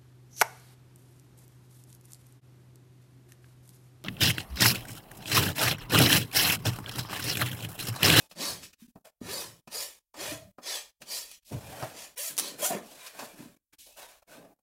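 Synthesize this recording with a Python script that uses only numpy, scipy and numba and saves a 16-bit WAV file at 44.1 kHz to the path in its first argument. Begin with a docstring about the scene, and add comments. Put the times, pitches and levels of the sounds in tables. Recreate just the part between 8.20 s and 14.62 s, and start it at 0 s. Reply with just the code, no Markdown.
"""A farrier rasps a horse's hoof in a small masonry stable, then lets the leg down and steps away.
Rows of teeth catch the horn at a rate that follows the stroke: they make the hoof buzz and tear off
chips that ring the steel. The rasp knocks as it lands, teeth snag, the leg shudders and bumps, and the
leather apron rustles. Near walls reflect it all; a noise suppressor pushes down the faint pauses."""
import sys
import numpy as np
from scipy import signal
from scipy.fft import rfft, irfft
from scipy.io import wavfile
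from scipy.ndimage import uniform_filter1d
from numba import njit

SR = 44100
rng = np.random.default_rng(int(sys.argv[2]) if len(sys.argv) > 2 else 0)


def store_wav(level_fs):
    """Save 16-bit WAV to argv[1]."""
    pcm = np.round(np.clip(np.atleast_2d(level_fs), -1, 1) * 32767)
    wavfile.write(sys.argv[1], SR, pcm.T.astype(np.int16))


N = 283122
TIME = np.arange(N) / SR

# strokes of the rasp; the four levels are peaks before the layer trims:
# start_s, attack_s, hold_s, release_s, hoof_body_db, hoof_buzz_db, steel_rasp_db, chip_hiss_db,
# top_rate_rows_per_s, time_to_top_speed_s, slowing_s, regularity_0_to_1 (mean), blade_ring_hz, blade_ring_db
STROKES = [ (.149, 0.07, 0.08, 0.19, -45, -42.5, -35.5, -41, 410, 0.16, 0.093, .45, 4540, 12.5),
           (.408, .027, 0.011, 0.11, -61, -69, -47.5, -55, 240, 0.0092, 0.14, 0.7, 5200, -2.5),
           (1.004, 0.11, 0.095, .218, -49, -44, -40, -43.5, 540, 0.17, 0.086, .55, 4550, 13),
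           (1.494, 0.051, 0.083, 0.2, -65, -48, -39.5, -41, 560, .125, 0.085, .35, 4810, 11),
           (1.938, 0.072, .11, 0.18, -52, -43.5, -41, -46, 645, .185, 0.73, 0.6, 2400, -1.5),
           (2.413, 0.067, 0.087, 0.16, -66, -47, -36.5, -44, 600, .165, 0.27, 0.3, 4582, 5),
           (2.849, 0.07, 0.055, 0.23, -63.5, -51.5, -38, -41, 570, .13, 0.12, 0, 4830, 12.5),
           (3.085, 0.028, .04, 0.08, -86, -104, -57, -65, 340, .01, .15, 0, 2825, -0.5),
           (3.712, 0.064, 0.07, 0.15, -60.5, -56, -48, -53, 700, .09, .12, .3, 6400, -2),
           (3.957, 0.021, .11, .13, -97, -53.5, -42.5, -38.5, 660, 0.1, .1, 0.78, 6190, 0.5),
           (4.19, 0.044, 0.053, 0.15, -47.5, -48.5, -41, -47.5, 560, .08, .08, .25, 4250, 6),
           (4.372, 0.078, 0.0041, 0.16, -50, -36.5, -33, -28, 750, .125, .2, .85, 6520, -10),
           (4.489, 0.033, .034, 0.13, -38.5, -37, -49.5, -67.5, 760, .007, .065, 0.7, 2190, -0.5), ]


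def rasp():
    """Each row of teeth loads the horn and lets go: a push on the hoof and a burst of chips."""
    # edges of hoof body, hoof buzz, steel rasp, chip hiss: low_hz, high_hz
    layer_bands = [(150, 380), (380, 1600), (1600, 7000), (7000, 17000)]
    buzz_db = (-1, -1, 2, 0)   # buzz against chips in each layer
    trim_db = (-1, -.5, 0, 0)
    rate, regular, blade_hz, blade_db = stroke_motion()
    # the teeth fall in and out of step by a 0.17 share, about 35 times a second
    regular = np.clip(regular * (1 + 0.17 * drift(35)), 0, .98)
    uneven_rate = rate * (1 + .045 * drift(260))
    phase = 2 * np.pi * np.cumsum(uneven_rate) / SR
    chips = tooth_chips(phase, regular, blade_hz, blade_db)
    buzz = tooth_buzz(phase)
    out = squeals(phase)
    for layer, edges in enumerate(layer_bands):
        chip_part = np.sqrt(1 - regular ** 2) * rms_one(band(chips, edges))
        buzz_part = regular * from_db(buzz_db[layer]) * band(buzz, edges)
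        part = chip_part + buzz_part
        # even out the loudness, so that the pressure of the hands sets it
        steady = part / np.sqrt(uniform_filter1d(part ** 2, size=1200) + 1e-9)
        out = out + from_db(trim_db[layer]) * stroke_pressure(layer) * steady
    return out


def stroke_motion():
    """The stroke speeds up and slows down: tooth rate, regularity, and pitch and level of the blade's ring."""
    slow_share, speed_up_s = 0.3, 0.11   # floor of the rate as a share of the top; time to gather speed
    glide_oct_per_s = 1.4   # the main ring rises as the contact runs along the steel
    ring_s, fade_db = 0.092, 27.5   # it rings most in mid-stroke and fades towards both ends
    rows = np.array(STROKES)
    current = np.maximum(np.searchsorted(rows[:, 0], TIME) - 1, 0)
    start, attack, hold, *_, top_rate, speed_peak, slowing, regular, ring_hz, ring_db = rows[current].T
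    past_peak = TIME - start - speed_peak
    speed = np.exp(-(past_peak / np.where(past_peak < 0, speed_up_s, slowing)) ** 2)
    rate = top_rate * (slow_share + (1 - slow_share) * speed)
    past_middle = TIME - start - attack - hold / 2
    blade_hz = ring_hz * 2 ** (glide_oct_per_s * np.minimum(past_middle, 2 * ring_s))
    blade_db = ring_db - fade_db * (1 - np.exp(-(past_middle / ring_s) ** 2))
    return rate, regular, blade_hz, blade_db


def stroke_pressure(layer):
    """Gain of one layer of the rasping: each stroke bites in, holds and eases off."""
    # share of the attack that each layer needs: the hoof's body answers first
    attack_share = (0.65, 0.95, 0.97, 1.03)
    # how far each layer lies under its peak, in dB: at the start, at the end of the hold
    # (a negative value lies above), and as the rasp lifts off
    entry_db = (14, 17.4, 23.8, 25.2)
    sag_db = (7.5, 0.5, 0.6, -1.85)
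    exit_db = (22, 38, 40.4, 36.6)
    touch_s, lift_s = 0.017, 0.019   # time the teeth take to meet the horn, and to leave it
    out = np.zeros(N)
    for start, attack, hold, release, *peak_db in STROKES:
        held = attack + hold
        corners = start + np.array([0, min(attack * attack_share[layer], held), held, held + release])
        drop_db = np.interp(TIME, corners, [entry_db[layer], 0, sag_db[layer], exit_db[layer]])
        contact = np.minimum((TIME - start) / touch_s, (corners[-1] - TIME) / lift_s)
        out += from_db(peak_db[layer] - drop_db) * np.clip(contact, 0, 1)
    return out


def tooth_chips(phase, regular, blade_hz, blade_db):
    """Horn fractures in bursts as each row catches; the chips ring the hoof and the steel."""
    # broad colour of the rasping: freq_hz, density_db_per_hz
    rasp_colour = [(29, -50.5), (50, -5.5), (81, 2.5), (146, -21), (177, -4), (387, -7.5), (586, -3.5),
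                   (747, -11.5), (824, -13), (1590, -16.5), (3380, -5.5), (4760, -6.5), (12000, -3.5),
                   (15300, -4), (16900, -48.5)]
    # fixed ringing of hoof and steel: freq_hz, width_hz, level_db
    rasp_modes = [(580, 49, -4), (960, 110, 4), (1065, 190, 2), (1870, 130, 6), (2360, 290, 1.5),
                  (2940, 130, -11.5), (6700, 170, -17), (6600, 45, -25), (10200, 1700, -3)]
    catching = rms_one(np.exp(0.67 * regular * np.cos(phase)))   # 0.67: sharpness of the teeth
    chips = grains(per_s=14000, spread_db=2.0) * catching * from_db(1.0 * drift(140))
    chips = colour(chips, rasp_colour)
    shifting = wandering_modes(chips, 750, 10000, width_hz=75, swing_db=8.5, rate=35, bend=.04, count=36)
    chips = chips + ring(chips, rasp_modes) + shifting
    return chips + from_db(blade_db) * moving_ring(chips, blade_hz, width=800)


def tooth_buzz(phase):
    """The pushes on the hoof form a buzz whose overtones waver as the blade rocks."""
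    overtones = 0
    for k in range(2, 9):
        partial = np.cos(k * phase + rng.uniform(0, 2 * np.pi)) / k ** 0.77
        overtones = overtones + partial * from_db(3.1 * drift(45))
    return from_db(4.2 * drift(90)) * (np.cos(phase) + from_db(-7) * overtones) * np.sqrt(2)


def squeals(phase):
    """The teeth lock in step with the horn: a brief pure tone at the tooth rate."""
    # squeals: centre_s, peak_db, half_length_s (to 1/e)
    squeal_rows = [(0.227, -41.5, 0.029), (1.217, -47.5, 0.015), (1.561, -41, 0.014), (2.082, -38, 0.0039),
                   (2.178, -53, 0.095), (3.996, -43.5, 0.012), (4.432, -26.5, 0.0064), (4.51, -30, 0.009),
                   (4.525, -27.5, 0.0031)]
    strength = sum(from_db(db) * np.exp(-((TIME - s) / length) ** 2) for s, db, length in squeal_rows)
    return strength * np.cos(phase)


def knocks():
    """Steel lands on horn with a short clatter that rings the hoof; glancing touches swell more slowly."""
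    # rasp and hoof knocks, levels before trim and envelope:
    # start_s, low_body_db, middle_db, top_db, attack_s
    knock_rows = [ (0.111,-58.5,-53.5,-47,0.0019), (0.53,-68,-79,-54,0.0011),
                  (0.757,-44.5,-52,-69.5,0.0011), (0.848,-67,-59.5,-68,0.0043),
                  (1.014,-36.5,-72,-64,0.0012), (1.474,-48.5,-50,-48.5,0.0018),
                  (1.941,-79,-45,-52.5,0.0017), (2.383,-51,-42,-61.5,0.0014),
                  (2.817,-54.5,-55.5,-43,0.0026), (3.223,-115,-98,-61,0.0041),
                  (3.624,-38.5,-29.5,-41.5,0.002), (4.861,-75,-49,-33,0.011), (4.989,-69,-35,-36,0.0046),
                  (5.023,-45.5,-39.5,-60,0.0026), (6.02,-79,-59.5,-64,0.0042), (6.387,-68.5,-66,-74,0.002)]
    # ringing of the struck hoof: freq_hz, width_hz, level_db
    knock_modes = [(130, 60, -15), (237, 56, 11.5), (605, 290, 6), (722, 49, -10.5), (983, 14, -0.5),
                   (2430, 250, -3.5), (4400, 1800, -11)]
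    # edges of low body, middle, top: low_hz, high_hz
    knock_bands = [(100, 400), (400, 1600), (1600, 17000)]
    t60s, trim_db = (.09, .08, .07), (2, 2, 2)   # decay in s and trim of each band
    clatter = grains(per_s=12000, spread_db=-4.5)
    clatter = ring(clatter, knock_modes) + from_db(-19.0) * clatter
    rises = [1 - np.exp(-np.maximum(TIME - row[0], 0) / row[-1]) for row in knock_rows]
    out = 0
    for k, edges in enumerate(knock_bands):
        strength = 0
        for row, rise in zip(knock_rows, rises):
            strength = strength + from_db(row[1 + k] + trim_db[k]) * decay(row[0], t60s[k]) * rise
        out = out + strength * rms_one(band(clatter, edges))
    return out


def snaps():
    """A sharp crack, a spray of splinters, then the steel's brief bright shimmer."""
    # teeth snagging and grit cracking, before colouring: start_s, level_db
    snap_rows = [(1.134, -22), (1.141, -23), (1.529, -29), (2.432, -39), (3.094, -35), (3.115, -29),
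                 (3.626, -34), (4.168, -22.5), (4.179, -10), (4.185, -9.5), (4.1895, -8.5), (4.197, -9.5),
                 (4.1996, -15), (5.607, -47)]
    # colour of the cracks: freq_hz, density_db_per_hz
    snap_colour = [(100, -22), (500, -4), (1500, -4.5), (4000, -1.5), (6500, -5.5), (10000, 5),
                   (16000, -4.5)]
    power = 0
    for s, db in snap_rows:
        spray = from_db(-19) * decay(s, t60=0.021)
        tail = from_db(-26) * decay(s, t60=0.18)
        power = power + (from_db(db) * (spray + tail)) ** 2
    cracks = np.sqrt(power) * rng.standard_normal(N)
    for s, db in snap_rows:
        cracks[round(s * SR)] += from_db(db + 3)   # the crack itself: one click
    cracks = colour(cracks, snap_colour)
    return cracks + ring(cracks, [(9706, 1000, -15.5), (5947, 940, 9.0)])


def thumps():
    """Soft, heavy contacts: one damped low mode each."""
    # dull bumps of the leg and boots, levels before attack and decay: start_s, level_db, pitch_hz, t60_s
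    thump_rows = [(0.343, -39, 110, 0.087), (0.621, -34.5, 223, 0.067), (0.643, -39.5, 240, 0.054),
                  (.682, -37.5, 233, 0.049), (1.014, -42, 127, 0.12), (2.117, -24.5, 293, 0.061),
                  (2.121, -33.5, 124, 0.041), (2.267, -46, 194.3, 0.14), (3.321, -46, 187, 0.11),
                  (3.337, -40, 131, 0.051), (3.36, -32.5, 100.6, 0.23), (3.626, -22, 123.2, 0.058),
                  (4.547, -22.5, 205, 0.08), (5.204, -22.5, 247, 0.024), (5.255, -32.5, 235, 0.057)]
    attack_s = 0.0065
    out = np.zeros(N)
    for s, db, hz, t60 in thump_rows:
        age = np.maximum(TIME - s, 0)
        envelope = decay(s, t60) * (1 - np.exp(-age / attack_s))
        out += from_db(db) * envelope * np.sin(2 * np.pi * hz * age)
    return out


def leg():
    """The horse's leg and the farrier's knees take up strokes and shifts of weight as a low shudder."""
    # shudders of the held leg: start_s, rise_s, fall_s, level_db
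    shudder_rows = [(.275, 0.031, 0.33, -50), (1.002, 0.052, .3, -47.5), (1.229, 0.066, .2, -57),
                    (1.499, 0.094, 0.21, -67), (1.95, 0.2, 0.11, -50.5), (2.171, 0.087, 0.092, -55),
                    (3.305, 0.049, 0.098, -36), (3.38, 0.055, 0.59, -49), (4.53, .03, .2, -62),
                    (5.21, 0.035, 0.11, -58)]
    strength = sum(from_db(db) * swell(start, rise, fall) for start, rise, fall, db in shudder_rows)
    body = ring(band(rng.standard_normal(N), (62, 190)), [(104, 35, 3.5), (141, 90, -7.0)])
    return strength * body / np.sqrt(uniform_filter1d(body ** 2, size=2200) + 1e-12)


def apron():
    """Leather and cloth slide in clumps of small slips; the folds colour them as they shift."""
    # movements of apron, sleeves and boots, levels before trim:
    # start_s, rise_s, fall_s, flapping_db, rubbing_db, scuffing_db, swish_db
    rustle_rows = [ (-.01, 0.01, 0.17, -65, -60.5, -65, -53.5), (.081, 0.046, 0.032, -71, -81, -88, -58),
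                   (0.564, 0.036, 0.24, -78, -94, -72, -61.5), (0.844, .01, 0.11, -84, -54, -60.5, -56.5),
                   (2.796, 0.022, 0.15, -60, -65, -75, -61), (3.239, 0.042, 0.36, -85, -93, -86, -55),
                   (3.261, 0.35, 0.55, -56.5, -49, -54, -49), (3.305, 0.027, 0.12, -37, -46.5, -52.5, -51),
                   (3.47, 0.17, 0.15, -59, -48.5, -50, -57), (4.093, .02, 0.23, -54.5, -64, -59, -55),
                   (4.301, 0.043, 0.17, -51.5, -57, -61, -61.5), (4.56, 0.16, 0.34, -62, -57.5, -63.5, -53),
                   (4.713, 0.14, 0.25, -88, -59.5, -53, -49), (4.91, 0.11, 0.28, -60.5, -50, -52.5, -48),
                   (5.109, 0.093, 0.31, -52, -61.5, -60.5, -55.5),
                   (5.523, 0.015, 0.045, -64.5, -76, -60.5, -57),
                   (5.583, 0.017, 0.43, -75, -91, -80.5, -51), (5.657, 0.016, 0.16, -82, -59, -74, -61),
                   (5.757, 0.033, 0.37, -70, -53.5, -54, -49),
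                   (6.06, 0.071, 0.28, -64, -55.5, -59.5, -56.5),
                   (6.134, 0.083, 0.27, -55, -56, -67.5, -74), ]
    # colour of the slips: freq_hz, density_db_per_hz
    rustle_colour = [(29, -48), (50, -25.5), (65, -27.5), (96, 3.5), (189, 1), (298, 3.5), (380, -10),
                     (572, 4.5), (1330, -10), (1540, -4), (1700, -11), (3500, -7.5), (12000, -8),
                     (16000, -14.5)]
    # edges of flapping, rubbing, scuffing, swish: low_hz, high_hz
    rustle_bands = [(125, 380), (380, 1100), (1100, 2600), (2600, 17000)]
    trim_db = (.5, .5, .5, .3)
    slips = grains(per_s=8000, spread_db=1.5) * from_db(1.5 * drift(110))
    slips = colour(slips, rustle_colour)
    folds = ring(slips, [(422, 61, 4), (620, 340, 2.5), (713, 64, -9.5), (1680, 170, 0)])
    shifting = wandering_modes(slips, 450, 9000, width_hz=35, swing_db=8, rate=24, bend=0.075, count=22)
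    slips = slips + folds + from_db(-1) * shifting
    power = 0
    for start, rise, fall, *peak_db in rustle_rows:
        power = power + np.outer(from_db(peak_db), swell(start, rise, fall)) ** 2
    layers = zip(rustle_bands, np.sqrt(power), trim_db)
    return sum(from_db(db) * gain * rms_one(band(slips, edges)) for edges, gain, db in layers)


def stable(x, wall_cut_hz=6000, delay_s=0.00093, t60_s=0.35):
    """Dense, slightly dull reflections from the near walls: decaying low-passed noise as a response."""
    dull = signal.butter(1, wall_cut_hz, fs=SR, output="sos")
    tail = signal.sosfilt(dull, rng.standard_normal(N)) * decay(delay_s, t60_s)
    return signal.fftconvolve(x, tail[:SR] / np.sqrt(np.sum(tail ** 2)))[:N]


def air(level_db=-67):
    """Faint, steady air noise: coloured random pressure."""
    # colour of the air noise: freq_hz, density_db_per_hz
    floor_colour = [(30, 11.5), (100, -8), (500, -37), (2000, -31.5), (8000, -19), (16000, -15)]
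    return from_db(level_db) * rms_one(colour(rng.standard_normal(N), floor_colour))


def wandering_modes(x, low_hz, high_hz, width_hz, swing_db, rate, bend, count):
    """Many close modes, each swelling, fading and bending as the point of contact moves."""
    place = (np.arange(count) + rng.random(count)) / count
    pitches = np.minimum(low_hz * (high_hz / low_hz) ** place, SR / 3)
    bends = [1 + bend * drift(12) for _ in range(7)]
    out = 0
    for k, hz in enumerate(pitches):
        gain = from_db(swing_db * np.clip(drift(rate), -2, 1.3))
        out = out + (-1) ** k * gain * moving_ring(x, hz * bends[k % len(bends)], width_hz)
    return out


def moving_ring(x, hz, width):
    """A resonance that follows a pitch curve."""
    return sweep(x, 2 * np.pi * hz / SR, np.exp(-np.pi * width / SR))


@njit
def sweep(x, angle, r):
    """Two-pole resonance whose centre (radians per sample) may move."""
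    out = np.zeros(len(x))
    for i in range(2, len(x)):
        push = (1 - r * r) / 2 * (x[i] - x[i - 2])
        out[i] = push + 2 * r * np.cos(angle[i]) * out[i - 1] - r * r * out[i - 2]
    return out


def ring(x, modes):
    """Parallel resonances."""
    return sum(from_db(db) * signal.lfilter(*resonator(hz, width), x + 1e-18) for hz, width, db in modes)


def resonator(hz, width):
    """Coefficients of a resonance with gain 1 on top."""
    r = np.exp(-np.pi * width / SR)
    return (1 - r * r) / 2 * np.array([1, 0, -1]), [1, -2 * r * np.cos(2 * np.pi * hz / SR), r * r]


def grains(per_s, spread_db):
    """Tiny fractures or slips at random moments and of uneven size."""
    born = rng.random(N) < per_s / SR
    size = from_db(spread_db * np.clip(rng.standard_normal(N), -2, 2))
    return rms_one(born * rng.choice([-1, 1], N) * size)


def drift(rate):
    """Smooth chance of rms 1, changing about rate times a second."""
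    knots = rng.standard_normal(N // 8)
    return rms_one(np.interp(TIME * rate, np.arange(len(knots)), knots))


def swell(start, rise, fall):
    """A movement builds up evenly, then settles to rest."""
    settling = np.clip(1 - (TIME - start - rise) / fall, 0, 1) ** 2.98   # power: how steeply it dies away
    return np.clip((TIME - start) / rise, 0, 1) * settling


def decay(s, t60):
    """Envelope that starts at s and falls 60 dB in t60 seconds, down to -180 dB."""
    return (TIME >= s) * from_db(-60 * np.clip((TIME - s) / t60, 0, 3))


def band(x, edges):
    """Band-pass with steep sides."""
    return signal.sosfilt(signal.butter(4, edges, "band", fs=SR, output="sos"), x)


def colour(x, points):
    """Causal (minimum-phase) filter with the given spectrum."""
    hz, db = np.transpose(points)
    grid = np.linspace(1, SR / 2, 2049)
    cepstrum = irfft(np.log(from_db(np.interp(np.log(grid), np.log(hz), db))))
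    # fold the cepstrum onto positive times: the response then starts at once
    cepstrum[1:2048] *= 2
    cepstrum[2049:] = 0
    return signal.fftconvolve(x, irfft(np.exp(rfft(cepstrum))))[:N]


def from_db(db):
    """Decibels to gain."""
    return 10 ** (np.asarray(db) / 20)


def rms_one(x):
    """Scale to rms 1."""
    return x / np.sqrt(np.mean(x ** 2) + 1e-20)


def scene():
    """All sources close by, their reflections in the stable, and faint air noise."""
    near = rasp() + knocks() + snaps() + thumps() + leg() + apron()
    return (near + from_db(-14.5) * stable(near) + air())[None]


def record(dry, low_cut_hz=42, top_cut_hz=15900, threshold_db=-63, depth_db=20, slope=4.24):
    """The small microphone loses the bass; a noise suppressor pushes down whatever is faint; the top is cut."""
    dry = signal.sosfilt(signal.butter(2, low_cut_hz, "high", fs=SR, output="sos"), dry)
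    level_db = 10 * np.log10(np.maximum(uniform_filter1d(dry ** 2, size=400), 1e-14))
    # slope: dB of reduction per dB under the threshold
    gated = dry * from_db(np.clip(slope * (level_db - threshold_db), -depth_db, 0))
    return signal.sosfilt(signal.ellip(10, .1, 70, top_cut_hz, fs=SR, output="sos"), gated)


dry = scene()
out = record(dry)
store_wav(out)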